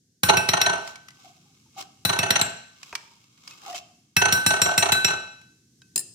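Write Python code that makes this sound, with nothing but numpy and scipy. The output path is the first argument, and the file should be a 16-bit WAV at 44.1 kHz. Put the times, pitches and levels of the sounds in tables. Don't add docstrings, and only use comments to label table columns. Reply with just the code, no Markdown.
import sys
import numpy as np
from scipy import signal
from scipy.fft import rfft, irfft, next_fast_len
from scipy.io import wavfile
from scipy.ndimage import uniform_filter1d, map_coordinates

SR = 44100
rng = np.random.default_rng(int(sys.argv[2]) if len(sys.argv) > 2 else 0)


def log_audio(samples):
    frames = np.atleast_2d(samples).T
    limited = np.clip(frames, -1, 1)
    pcm = np.round(limited * 32767).astype(np.int16)
    wavfile.write(sys.argv[1], SR, pcm)


def ratio(d):
    e = np.asarray(d, float) / 20
    return 10 ** e


N = 270774
TIME = np.arange(N) / SR

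# t/s, crack level/dB, counter thump/dB, brightness/dB, upper modes/dB
SPOON_KNOCKS = [(0.233, -2, -32, 0.5, -30), (0.37, -5, -33.5, 2.5, -37.5), (0.488, -2, -36, -15, -41),
                (0.614, -2, -44, -4, -42), (2.05, -4.5, -33.5, 2, -32.5), (2.189, -4.5, -35, 6, -42.5),
                (2.305, 0, -37.5, -2.5, -42.5), (2.413, -4, -37.5, 9.5, -43.5),
                (4.166, -2.5, -31.5, 5, -29.5), (4.324, -4.5, -34, 7.5, -30.5),
                (4.463, -3.5, -32.5, 2.5, -30), (4.617, -4, -36, 9.5, -32.5), (4.778, -3, -34.5, -2, -29.5),
                (4.92, -2.5, -35.5, 2, -31), (5.046, -3, -37.5, -6.5, -40)]
# t/s, level/dB, bowl-floor tone/dB, counter/dB
FOOT_LANDINGS = [(.288, -5, -11, -3.5), (.296, -4.5, -9.5, -3.5), (0.336, -11.5, -13, -1.5),
                 (.534, -6, -11.5, -5.5), (.57, -11, -12.5, -4.5), (.603, -20, -16, -3.5),
                 (.662, -4.5, -12.5, -8.5), (.694, -11, -15, -5), (.731, -13.5, -20, -4),
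                 (.753, -23, -26, -3), (.778, -27.5, -23.5, -1), (2.094, -7, -11, -5.5),
                 (2.129, -9, -13.5, -8.5), (2.16, -18, -17, -4), (2.23, -7, -21, -8),
                 (2.26, -15.5, -21.5, -7), (2.285, -23.5, -20, -4), (2.357, -2, -14.5, -10.5),
                 (2.392, -11.5, -13.5, -6.5), (2.459, -25.5, -17, -6.5), (4.217, -3.5, -15.5, -9.5),
                 (4.253, -5, -20, -8.5), (4.284, -10, -13, -8), (4.311, -17.5, -13, -6),
                 (4.373, -19.5, -16, -3), (4.505, -7, -12, -6), (4.535, -11, -18, -5.5),
                 (4.563, -14.5, -23, -10), (4.591, -20.5, -17.5, -3), (4.658, -9, -17, -4.5),
                 (4.687, -16.5, -18, -0.5), (4.713, -16, -15.5, -2.5), (4.738, -21, -20, -4.5),
                 (4.825, -3.5, -13, -8.5), (4.857, -10.5, -15.5, -5.5), (4.889, -10, -18, -6),
                 (4.946, -16, -15, -5.5), (5.081, -10.5, -14, -8), (5.104, -14, -14.5, -6),
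                 (5.133, -20.5, -14, -1)]
# f/Hz, width/Hz, level/dB
FLOOR_MODES = [(4010, 120, 0)]
# f/Hz, width/Hz, level/dB
SLAB_MODES = [(391, 50, -9), (465, 41, -12.5), (682, 53.6, -1.5), (755, 66, -7), (838, 70, -0.5),
              (1000, 250, -8), (1175, 90, -7), (1318, 70, -4.5), (1415, 90, -3.5)]
# f/Hz, width/Hz, level/dB
CABINET_MODES = [(93.6, 16, -1.5), (123, 22, 0.5), (169.5, 22, 1.5), (266, 86, -8.5)]


def unit(x):
    return x / np.sqrt(np.mean(x ** 2) + 1e-20)


def along(points, hz):
    f, v = np.transpose(points)
    return np.interp(np.log(hz + 1), np.log(f + 1), v)


def filtered(x, response):
    m = next_fast_len(x.shape[-1] + SR)
    return irfft(rfft(x, m) * response(np.fft.rfftfreq(m, 1 / SR)), m)[..., :x.shape[-1]]


def resonance(f, centre_hz, width_hz):
    damping = 1j * f * width_hz
    return damping / (centre_hz * centre_hz - f * f + damping)


def body(x, peaks):
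    def response(f):
        return sum((-1) ** k * ratio(db) * resonance(f, hz, width_hz)
                   for k, (hz, width_hz, db) in enumerate(peaks))
    return filtered(x, response)


def coloured(spectrum):
    return unit(filtered(rng.standard_normal((2, N)), lambda hz: ratio(along(spectrum, hz))))


def partly(pair, share):
    return np.sqrt(1 - share) * pair[0] + np.sqrt(share) * pair[1] * np.array([[1], [-1]])


def decays(times, db, t60, rise=0.0016):
    out = np.zeros(N)
    for s, level_db, t in np.broadcast(times, db, t60):
        near = slice(int(s * SR), int((s + 2 * abs(t)) * SR))
        age = np.maximum(TIME[near] - s, 0)
        out[near] += ratio(level_db - 60 * age / t) * (1 - np.exp(-age / rise))
    return out


def peaked(s, db, rise_db_per_s, fall_db_per_s):
    s, db, rise, fall = [np.reshape(v, (-1, 1)) for v in (s, db, rise_db_per_s, fall_db_per_s)]
    age = TIME - s
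    return ratio(db + np.where(age < 0, rise, -fall) * age)


def wobble(rate):
    return map_coordinates(rng.standard_normal(int(N / SR * rate) + 4), [TIME * rate])


def knocks():
    # f/Hz, density/dB per Hz
    crack_spectrum = [(150, -28), (250, -5), (2070, 3.5), (3980, -3), (5660, -6.5), (6400, -10.5),
                      (7370, -14), (11900, -14.5), (14900, -22.5), (16900, -43)]
    # bowl floor/dB, slab/dB
    shakes = [(1, 6), (2.5, 4), (0.5, 2.5), (3.5, 4.5), (5, 7.5), (-2, -1.5), (1.5, 7.5), (7, -3),
              (0.5, -0.5), (3.5, -2.5), (4.5, -0.5), (6, 2), (5, 6), (3, 1), (3.5, 5)]
    s, db, thump_db, bright_db, _ = np.transpose(SPOON_KNOCKS)
    floor_db, slab_db = np.transpose(shakes)
    noise = partly(coloured(crack_spectrum), share=0.34)
    treble = filtered(noise, lambda hz: hz ** 2 / (hz ** 2 + 6000 ** 2))
    push = np.zeros(N)
    push[np.round(s * SR).astype(int)] = ratio(thump_db + 58.0)
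    out = noise * (decays(s, db - 7.0, 0.027) + decays(s, db - 24.5, 0.12))
    out += treble * decays(s, db + bright_db + 1.5, 0.0039)
    out += body(push, CABINET_MODES)
    out += body(noise * decays(s, db + slab_db, 0.0094), SLAB_MODES)
    out += body(noise * decays(s, db + floor_db, 0.046), FLOOR_MODES)
    return out


def rim():
    rim_hz = [2612, 3968, 5612, 7520]
    # t60/s, partner offset/Hz, left-right/dB, left phase lead/rad
    rim_modes = [(0.56, 7.8, -2.5, -0.9), (0.58, 20, 7.5, 1.25), (0.29, 6.5, 1, -1.1), (0.16, 16, 0, -1.95)]
    grips_db = [0.2, 0.57, .7, 1.2]
    partners_db = [-13.5, -9.5, -14, -12.5]
    rings = [(-44, -49, -35.5, -47), (-28, -51.5, -30.5, -46.5), (-42.5, -40.5, -29.5, -53),
             (-38, -57.5, -27.5, -47), (-49, -33.5, -40.5, -45), (-31, -64, -33.5, -54),
             (-43, -71.5, -29.5, -52.5), (-48, -66, -51.5, -22.5), (-25, -50, -26.5, -42),
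             (-44, -36.5, -25.5, -30.5), (-35, -34.5, -26, -25.5), (-39, -35.5, -23, -20),
             (-31, -52.5, -26.5, -24.5), (-32, -26.5, -44, -27.5), (-30, -32, -24.5, -26)]
    uppers_hz = [4420, 5260, 6035, 11100, 11700, 13500, 6944, 7255, 8306, 8790, 9485, 9733, 10150, 10680,
                 11390, 12110, 12350, 12870, 13210, 14100, 14420, 14740, 15560]
    uppers_db = [-19, -21, -16, -30, -36, -33, -17, -18, -8, -10, -9.5, -11, -15, -8.5, -13, -12, -17, -16,
                 -14, -22, -6.5, -7.5, -13]
    flare_db, flare_share = 3, 0.18
    shimmer_rad = 0.7

    s, *_, upper_db = np.transpose(SPOON_KNOCKS)
    last = np.maximum(np.searchsorted(s, TIME) - 1, 0)
    age = np.maximum(TIME - s[last], 0)
    feet = np.array(FOOT_LANDINGS)
    landed = np.cumsum(np.bincount(np.round(feet[:, 0] * SR).astype(int), ratio(0.6 * feet[:, 1]), N))
    landed = uniform_filter1d(landed, size=400)
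    held = np.maximum(landed - landed[np.round(s[last] * SR).astype(int)], 0)

    modes = []
    for hz, mode, grip, twin_db, db in zip(rim_hz, rim_modes, grips_db, partners_db, np.transpose(rings)):
        modes.append((hz, *mode, grip, twin_db, db + 4.5, 0))
    for hz, db in zip(uppers_hz, uppers_db):
        scatter_db = np.clip(rng.normal(0, 4.5, len(s)), -8, 5)
        modes.append((hz, 3500 / hz, 23, 0.3, 1.6, 1.5, -6.5, db + 4.0 + upper_db + scatter_db, shimmer_rad))

    wander = wobble(70)
    side, out = np.array([[0.5], [-0.5]]), np.zeros((2, N))
    for hz, t60, split_hz, pan_db, lead, grip, twin_db, db, shimmer in modes:
        luck = rng.standard_normal((len(s), 3))[last].T
        phase = 2 * np.pi * hz * age + shimmer * np.roll(wander, 7 * hz)
        phase = phase + side * (lead + np.tanh(luck[0]) / 2)
        flare = 1 + ratio(flare_db - 60 * age / (flare_share * t60))
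        beat = np.sin(phase + 2 * np.pi * split_hz * age + 3 * luck[1])
        beat *= ratio(twin_db + 0.45 * grip * held)
        level_db = db[last] - grip * held - 60 * age / t60 + side * (pan_db + 1.9 * luck[2])
        out += ratio(level_db) * (flare * np.sin(phase) + beat)
    return out * (1 - np.exp(-age / 0.00024))


def hum():
    # start t/s, swell time/s, peak level/dB
    hum_swells = [(0.234, 0.15, -29), (.489, 0.063, -37.5), (.575, 0.046, -30.5), (.63, 0.045, -26),
                  (2.052, 0.11, -35), (2.188, 0.056, -34.5), (2.26, 0.039, -34), (2.395, 0.03, -36),
                  (4.166, 0.022, -28.5), (4.2, 0.045, -23.5), (4.31, 0.046, -24), (4.462, 0.05, -24.5),
                  (4.617, 0.078, -28), (4.765, 0.012, -31.5), (4.9, 0.0773, -26), (5.06, 0.049, -29.5),
                  (5.53, 0.0072, -75), (5.815, 0.0039, -68)]
    hum_hz, swell_db = 1527, 10
    t60_s, late_db, late_t60_s = 0.42, -11, 0.94
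    s, swell_s, db = np.transpose(hum_swells)
    last = np.searchsorted(s, TIME) - 1
    swells = peaked(s + swell_s, db, swell_db / swell_s, 60 / t60_s)
    swells += peaked(s + swell_s, db + late_db, swell_db / swell_s, 60 / late_t60_s)
    size = swells[last, np.arange(N)] * (last >= 0)
    size = uniform_filter1d(size, size=300) * ratio(5.5 + 0.43 * wobble(45))
    lead = np.array([[0.5], [-0.5]]) * (-1.7 + 0.089 * wobble(9))
    return size * np.sin(2 * np.pi * hum_hz * TIME + 0.78 * wobble(30) + lead)


def rolls(s, db):
    u = np.arange(SR // 10) / SR / 0.012
    spikes = np.bincount(np.round((s - 0.0035) * SR).astype(int), ratio(db), N)
    return signal.fftconvolve(spikes, (2.72 * u) ** 1.416 * np.exp(-2.5 * u ** 1.45))[:N]


def chatter(share):
    grains = ratio(5.4 * rng.standard_normal(N))
    return partly(rng.standard_normal((2, N)) * grains, share)


def rocking():
    # f/Hz, width/Hz, level/dB
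    foot_modes = [(1825, 78, -2), (2202, 68, -3.5), (2760, 340, -5.5), (3450, 300, -11), (4300, 230, -10),
                  (5470, 110, -12), (6032, 110, -2), (6990, 130, -15), (8410, 140, -9), (8250, 79, -14.5),
                  (9710, 100, -12.5), (10150, 63, -20), (10500, 81, -15.5), (11200, 75, -19.5)]
    s, db, tone_db, stone_db = np.transpose(FOOT_LANDINGS)
    slab = chatter(0.2)
    layers = [(chatter(0.44), foot_modes, db - 8.5),
              (chatter(0.4), FLOOR_MODES, db + tone_db + 0.5),
              (slab, SLAB_MODES, db + stone_db),
              (slab[[0, 0]], CABINET_MODES, db + stone_db - 18.0)]
    out = np.zeros((2, N))
    for x, peaks, level_db in layers:
        blunt = filtered(x * rolls(s, level_db), lambda hz: 1 / (1 + 1j * hz / 9000) ** 2)
        out += body(blunt, peaks) / np.std(body(x, peaks))
    return out


def between_modes(x):
    # f/Hz, width/Hz, depth/0-1
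    valleys = [(4800, 340, 0.4), (6450, 280, 0.7), (7340, 120, .4), (7800, 200, .3), (9000, 500, .85),
               (10300, 350, .85), (11000, 290, .7), (11800, 400, .85), (12600, 300, .85), (13700, 700, .85),
               (15100, 500, .8)]

    def response(f):
        notches = [1 - np.clip(depth, 0, 1) * resonance(f, hz, width_hz) for hz, width_hz, depth in valleys]
        return np.prod(notches, axis=0)
    return filtered(x, response)


def ticks():
    # t/s, peak level/dB, tone f/Hz, tone level/dB
    tin_ticks = [(0.8753, -23, 2630, -22), (0.9565, -28.5, 2260, -8), (1.0842, -31, 1990, -7.5),
                 (1.1056, -38, 2050, -14), (1.8225, -29.5, 4200, -20), (2.8302, -26, 2490, -10.5),
                 (2.927, -32, 2520, -5), (2.9526, -12.5, 2313, -12), (3.376, -44, 3030, -14),
                 (3.435, -47, 5600, -7.5), (3.476, -26, 4840, -6), (3.509, -35, 2570, -9),
                 (3.662, -31, 2130, -11.5), (3.698, -34, 2900, -1.5), (3.72, -36, 6200, -12.5),
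                 (3.7288, -30.5, 1910, -9.5), (3.745, -29, 3105, -2), (3.746, -42, 2630, 2),
                 (3.764, -27.5, 7200, -8), (3.7793, -33.5, 2705, -1.5), (3.8856, -51.5, 2850, -11.5),
                 (5.4141, -41.5, 2580, -14), (5.817, -42.5, 6700, -8)]
    tones_t60 = [.04, .04, .04, .04, .05, .04, .04, .035, .03, .04, .03, .12, .04, .06, .03, .04, .05, .12,
                 .03, .06, .03, .03, .03]
    # f/Hz, density/dB per Hz
    tick_spectrum = [(240, -57), (400, -33.5), (1150, -5), (1810, -9.5), (2320, -5), (4000, -10),
                     (5220, -4.5), (12300, -24), (16500, -33)]
    s, db, _, _ = np.transpose(tin_ticks)
    out = partly(coloured(tick_spectrum), share=0.41) * decays(s, db - 7.5, 0.03, rise=0.00038)
    for (start_s, peak_db, hz, tone_db), t60 in zip(tin_ticks, tones_t60):
        lead = np.array([[0], [rng.normal(0, 1.8)]])
        tone = np.sin(2 * np.pi * hz * (TIME - start_s) + lead)
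        out += decays(start_s, peak_db + tone_db, t60) * tone
    return out


def scraping():
    # hardest moment t/s, level/dB, 20 dB swell/s, 20 dB fade/s
    strokes = [(.895, -44, 0.18, 0.06), (1.5, -66, 0.7, 6), (1.257, -55, 0.3, 0.17),
               (1.786, -40, 0.0244, -0.03), (1.811, -37, 0.03, -0.0261), (2.89, -52, 0.22, 0.37),
               (3.0, -73, -0.1, -1), (3.505, -49, 0.11, 0.12), (3.704, -42, 0.12, -0.0349),
               (3.761, -33.5, 0.0265, 0.0167), (3.784, -39, -0.03, 0.0248)]
    strokes_low_db = [-3, -6, -2, -0.5, -1.5, -2.5, -5.5, -3.5, 4, -6.5, -14]
    # f/Hz, width/Hz, level/dB
    wall_modes = [(328, 110, -2.5), (1212, 210, 3.5), (2170, 47, 3), (2690, 400, -2), (3240, 200, 1),
                  (3810, 620, -3), (5200, 580, 1), (5900, 1400, -2.5), (7540, 1300, -4.5),
                  (10200, 6900, -17.5)]
    grains_db = 3.4 * unit(uniform_filter1d(rng.standard_normal(N), size=50))
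    grit = partly(rng.standard_normal((2, N)) * ratio(grains_db), share=0.53)
    s, db, swell_s, fade_s = np.transpose(strokes)
    low, high = body(grit, wall_modes[:2]), body(grit, wall_modes[2:])
    out = np.zeros((2, N))
    for level_db, wall in ((db + strokes_low_db, low), (db, high)):
        size = peaked(s, level_db, 20 / np.abs(swell_s), 20 / np.abs(fade_s)).sum(axis=0)
        out += size * wall / np.std(low + high)
    return out


def pop():
    start_s, level_db, t60_s = 2.9275, -31.5, 0.061
    from_hz, to_hz, fall_s, rough_rad = 1720, 922, 0.0018, 1.1
    age = np.maximum(TIME - start_s, 0)
    turns = to_hz * age + (from_hz - to_hz) * fall_s * (1 - np.exp(-age / fall_s))
    tone = np.sin(2 * np.pi * turns + rough_rad * wobble(1300))
    return decays(start_s, level_db, t60_s, rise=0.00025) * tone


def brush():
    # f/Hz, level/dB, t60/s
    brush_tones = [(1560, -48.5, 0.045), (2580, -63, 0.26), (3160, -42, 0.015), (3900, -43.5, 0.018),
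                   (4800, -46, .016)]
    return sum(decays(5.818, db, t60) * np.sin(2 * np.pi * hz * TIME) for hz, db, t60 in brush_tones)


def booms():
    # t/s, peak level/dB, pitch f/Hz
    hollow = [(0.882, -48, 955), (1.185, -57, 776), (1.244, -41.5, 748), (1.261, -46, 717),
              (1.294, -46.5, 727), (1.368, -56.5, 740), (1.455, -58.5, 817), (1.499, -59, 783),
              (1.658, -60, 893), (1.764, -37.5, 765), (1.777, -34, 765), (1.786, -33.5, 770),
              (1.796, -39.5, 768), (1.872, -54, 720), (2.953, -42, 937), (2.99, -50, 910), (3.03, -51, 907),
              (3.07, -54, 917), (3.11, -55, 913), (3.16, -60.5, 920), (3.629, -48, 783), (3.661, -33, 792),
              (3.681, -32, 702), (3.698, -31, 709), (3.705, -31, 730), (3.72, -35, 731), (3.734, -33, 736),
              (3.741, -32, 719.5), (3.803, -49, 700), (3.83, -53.5, 730), (3.895, -52.5, 719)]
    jerks = wobble(170)
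    out = np.zeros((2, N))
    for s, db, hz in hollow:
        tone = np.sin(2 * np.pi * hz * (TIME - s) + 0.5 * jerks + np.array([[-0.3], [0.3]]))
        out += decays(s, db + 1.5, 0.088, rise=0.0045) * ratio(1.2 * wobble(60)) * tone
    return out


def lid():
    # t/s, peak level/dB, knock/dB, crack/dB
    lid_drops = [
        (5.9582, 0, -25.5, -11),
        (5.9765, -3.5, -44.5, -9),
        (5.991, -12, -29.5, -7),
        (6.0012, -19, -29, -8.5),
        (6.008, -24, -28.5, -8.5),
    ]
    lid_hz = [1793, 2700, 4150, 5136, 6368, 7300, 7704, 8300, 9464, 10600, 12000, 13940, 15300]
    # width/Hz, level/dB
    lid_modes = [(54, -17.5), (120, -13.5), (218.5, -8.5), (44.6, -1.5), (129.5, -8), (76.9, 4), (90, -8.5),
                 (170, 1.5), (28, 5), (40, 2), (300.4, -17), (69.5, -5.5), (80, -3.5)]
    # f/Hz, density/dB per Hz
    crack_spectrum = [(800, -25.0), (3000, -16), (8000, 7.0), (15000, -9.5)]
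    knock_spectrum = [(40, -35.5), (100, -3), (300, 1.0), (550, -8.5), (1000, -11.5), (2500, -14.5)]
    s, db, knock_db, crack_db = np.transpose(lid_drops)
    shake = partly(rng.standard_normal((2, N)), share=0.32) * decays(s, db + 8.5, 0.019)
    out = partly(coloured(crack_spectrum), share=0.39) * decays(s, db + crack_db - 10, 0.023)
    out += partly(coloured(knock_spectrum), share=0.15) * decays(s, db + knock_db - 5.5, 0.081)
    out += body(shake, [(hz, *mode) for hz, mode in zip(lid_hz, lid_modes)])
    return out * ratio([[1.7], [-1.7]])


def diffuse(pair):
    # f/Hz, left-right correlation
    likeness = [(60, 0.96), (160, 1), (300, 0.92), (600, 0.77), (1400, -0.75), (3000, 0.57)]

    def response(hz):
        turn = np.arccos(np.clip(along(likeness, hz), -1, 1)) / 2
        return np.array([np.cos(turn), np.sin(turn)])
    mid, side = filtered(pair, response)
    return np.array([mid + side, mid - side])


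def kitchen(x):
    # f/Hz, t60/s
    room_t60 = [(100, 0.94), (260, 0.46), (700, 0.5), (1800, 0.59), (5000, 0.7), (13000, 0.54)]
    # f/Hz, level/dB
    room_db = [(100, -9), (500, 1), (2000, -8.5), (3200, -7.5), (4050, -13.5), (4700, -8), (6000, -11.5),
               (7500, -9.5), (14000, -20)]
    hz, t, z = signal.stft(rng.standard_normal((2, SR)), SR, nperseg=256)
    fade = ratio(-60 * t / along(room_t60, hz)[:, None])
    tail = signal.istft(z * fade, SR, nperseg=256)[1]
    tail = diffuse(tail / np.linalg.norm(tail[0]))
    tail = filtered(tail, lambda f: ratio(along(room_db, f)))
    delayed = np.pad(x, ((0, 0), (220, 0)))
    return signal.fftconvolve(delayed, tail, axes=1)[:, :N]


def air():
    # t/s, gain/dB
    phone_gain = [(0, -1), (.118, -1), (.2, -1.5), (1.0, 4), (1.476, 4.5), (2.02, 6), (2.75, -1),
                  (3.826, 4), (3.95, 6), (4.14, -2), (5.5, 6), (5.658, 3.5), (5.93, 6.5)]
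    # f/Hz, density/dB per Hz
    rumble_spectrum = [(13, -75), (22, -49.5), (75, -16), (123, -4.5), (285, -11), (539, -31), (601, -52.5),
                       (724, -31.5), (900, -51), (1170, -91.5), (1980, -120)]
    # f/Hz, density/dB per Hz
    hiss_spectrum = [(590, -50.5), (1000, -20.5), (1440, -21), (1490, -7.5), (2330, -14.5), (6090, 1.5),
                     (9850, -9.5), (12000, -12.5), (16500, -22)]
    rumble_db, hiss_db = -67.5, -71
    gain_db = np.interp(TIME, *np.transpose(phone_gain))
    rumble = ratio(rumble_db) * diffuse(coloured(rumble_spectrum))
    return ratio(gain_db) * (rumble + ratio(hiss_db) * coloured(hiss_spectrum))


def to_microphones(x):
    # f/Hz, level/dB, extra lag/rad
    shade = [(180, -0.5, 0), (385, -3, 0.94), (700, -2.5, 0.068), (2000, -1.5, 0.23), (8800, 4, 0),
             (13000, 0.5, 0.97)]
    # f/Hz, level/dB
    echo_colour = [(4000, 0.5), (4450, 1), (4800, -6), (5150, 0.5), (6100, 3.5), (6650, 3), (7000, 2),
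                   (7400, 3.5)]
    hz, db, lag_rad = np.transpose(shade)

    def response(f):
        lag = 2 * np.pi * f * 0.00022 + np.interp(f, hz, lag_rad)
        left = ratio(np.interp(f, hz, db)) * np.exp(-1j * lag)
        return ratio(along(echo_colour, f)) * np.array([left, np.ones_like(f)])
    return filtered(x, response)


def scene():
    blows = to_microphones(knocks())
    glass = rim()
    rock = between_modes(to_microphones(rocking()))
    can = ticks() + scraping() + pop() + brush() + booms()
    cap = lid()
    sent = between_modes(blows) + rock + ratio(-4.5) * cap + ratio(-4) * glass + ratio(-4.5) * can
    return blows + glass + hum() + rock + ratio(1.0) * can + cap + kitchen(sent) + air()


def low_pass(x):
    return signal.sosfilt(signal.butter(12, 17020, fs=SR, output="sos"), x)


def record(dry):
    mic = filtered(dry, lambda hz: 1 / (1 + (hz / 16100) ** 30))
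    mix = mic / (1 + np.abs(mic / 1.4) ** 6) ** (1 / 6)
    return low_pass(mix)


dry = scene()
out = record(dry)
log_audio(out)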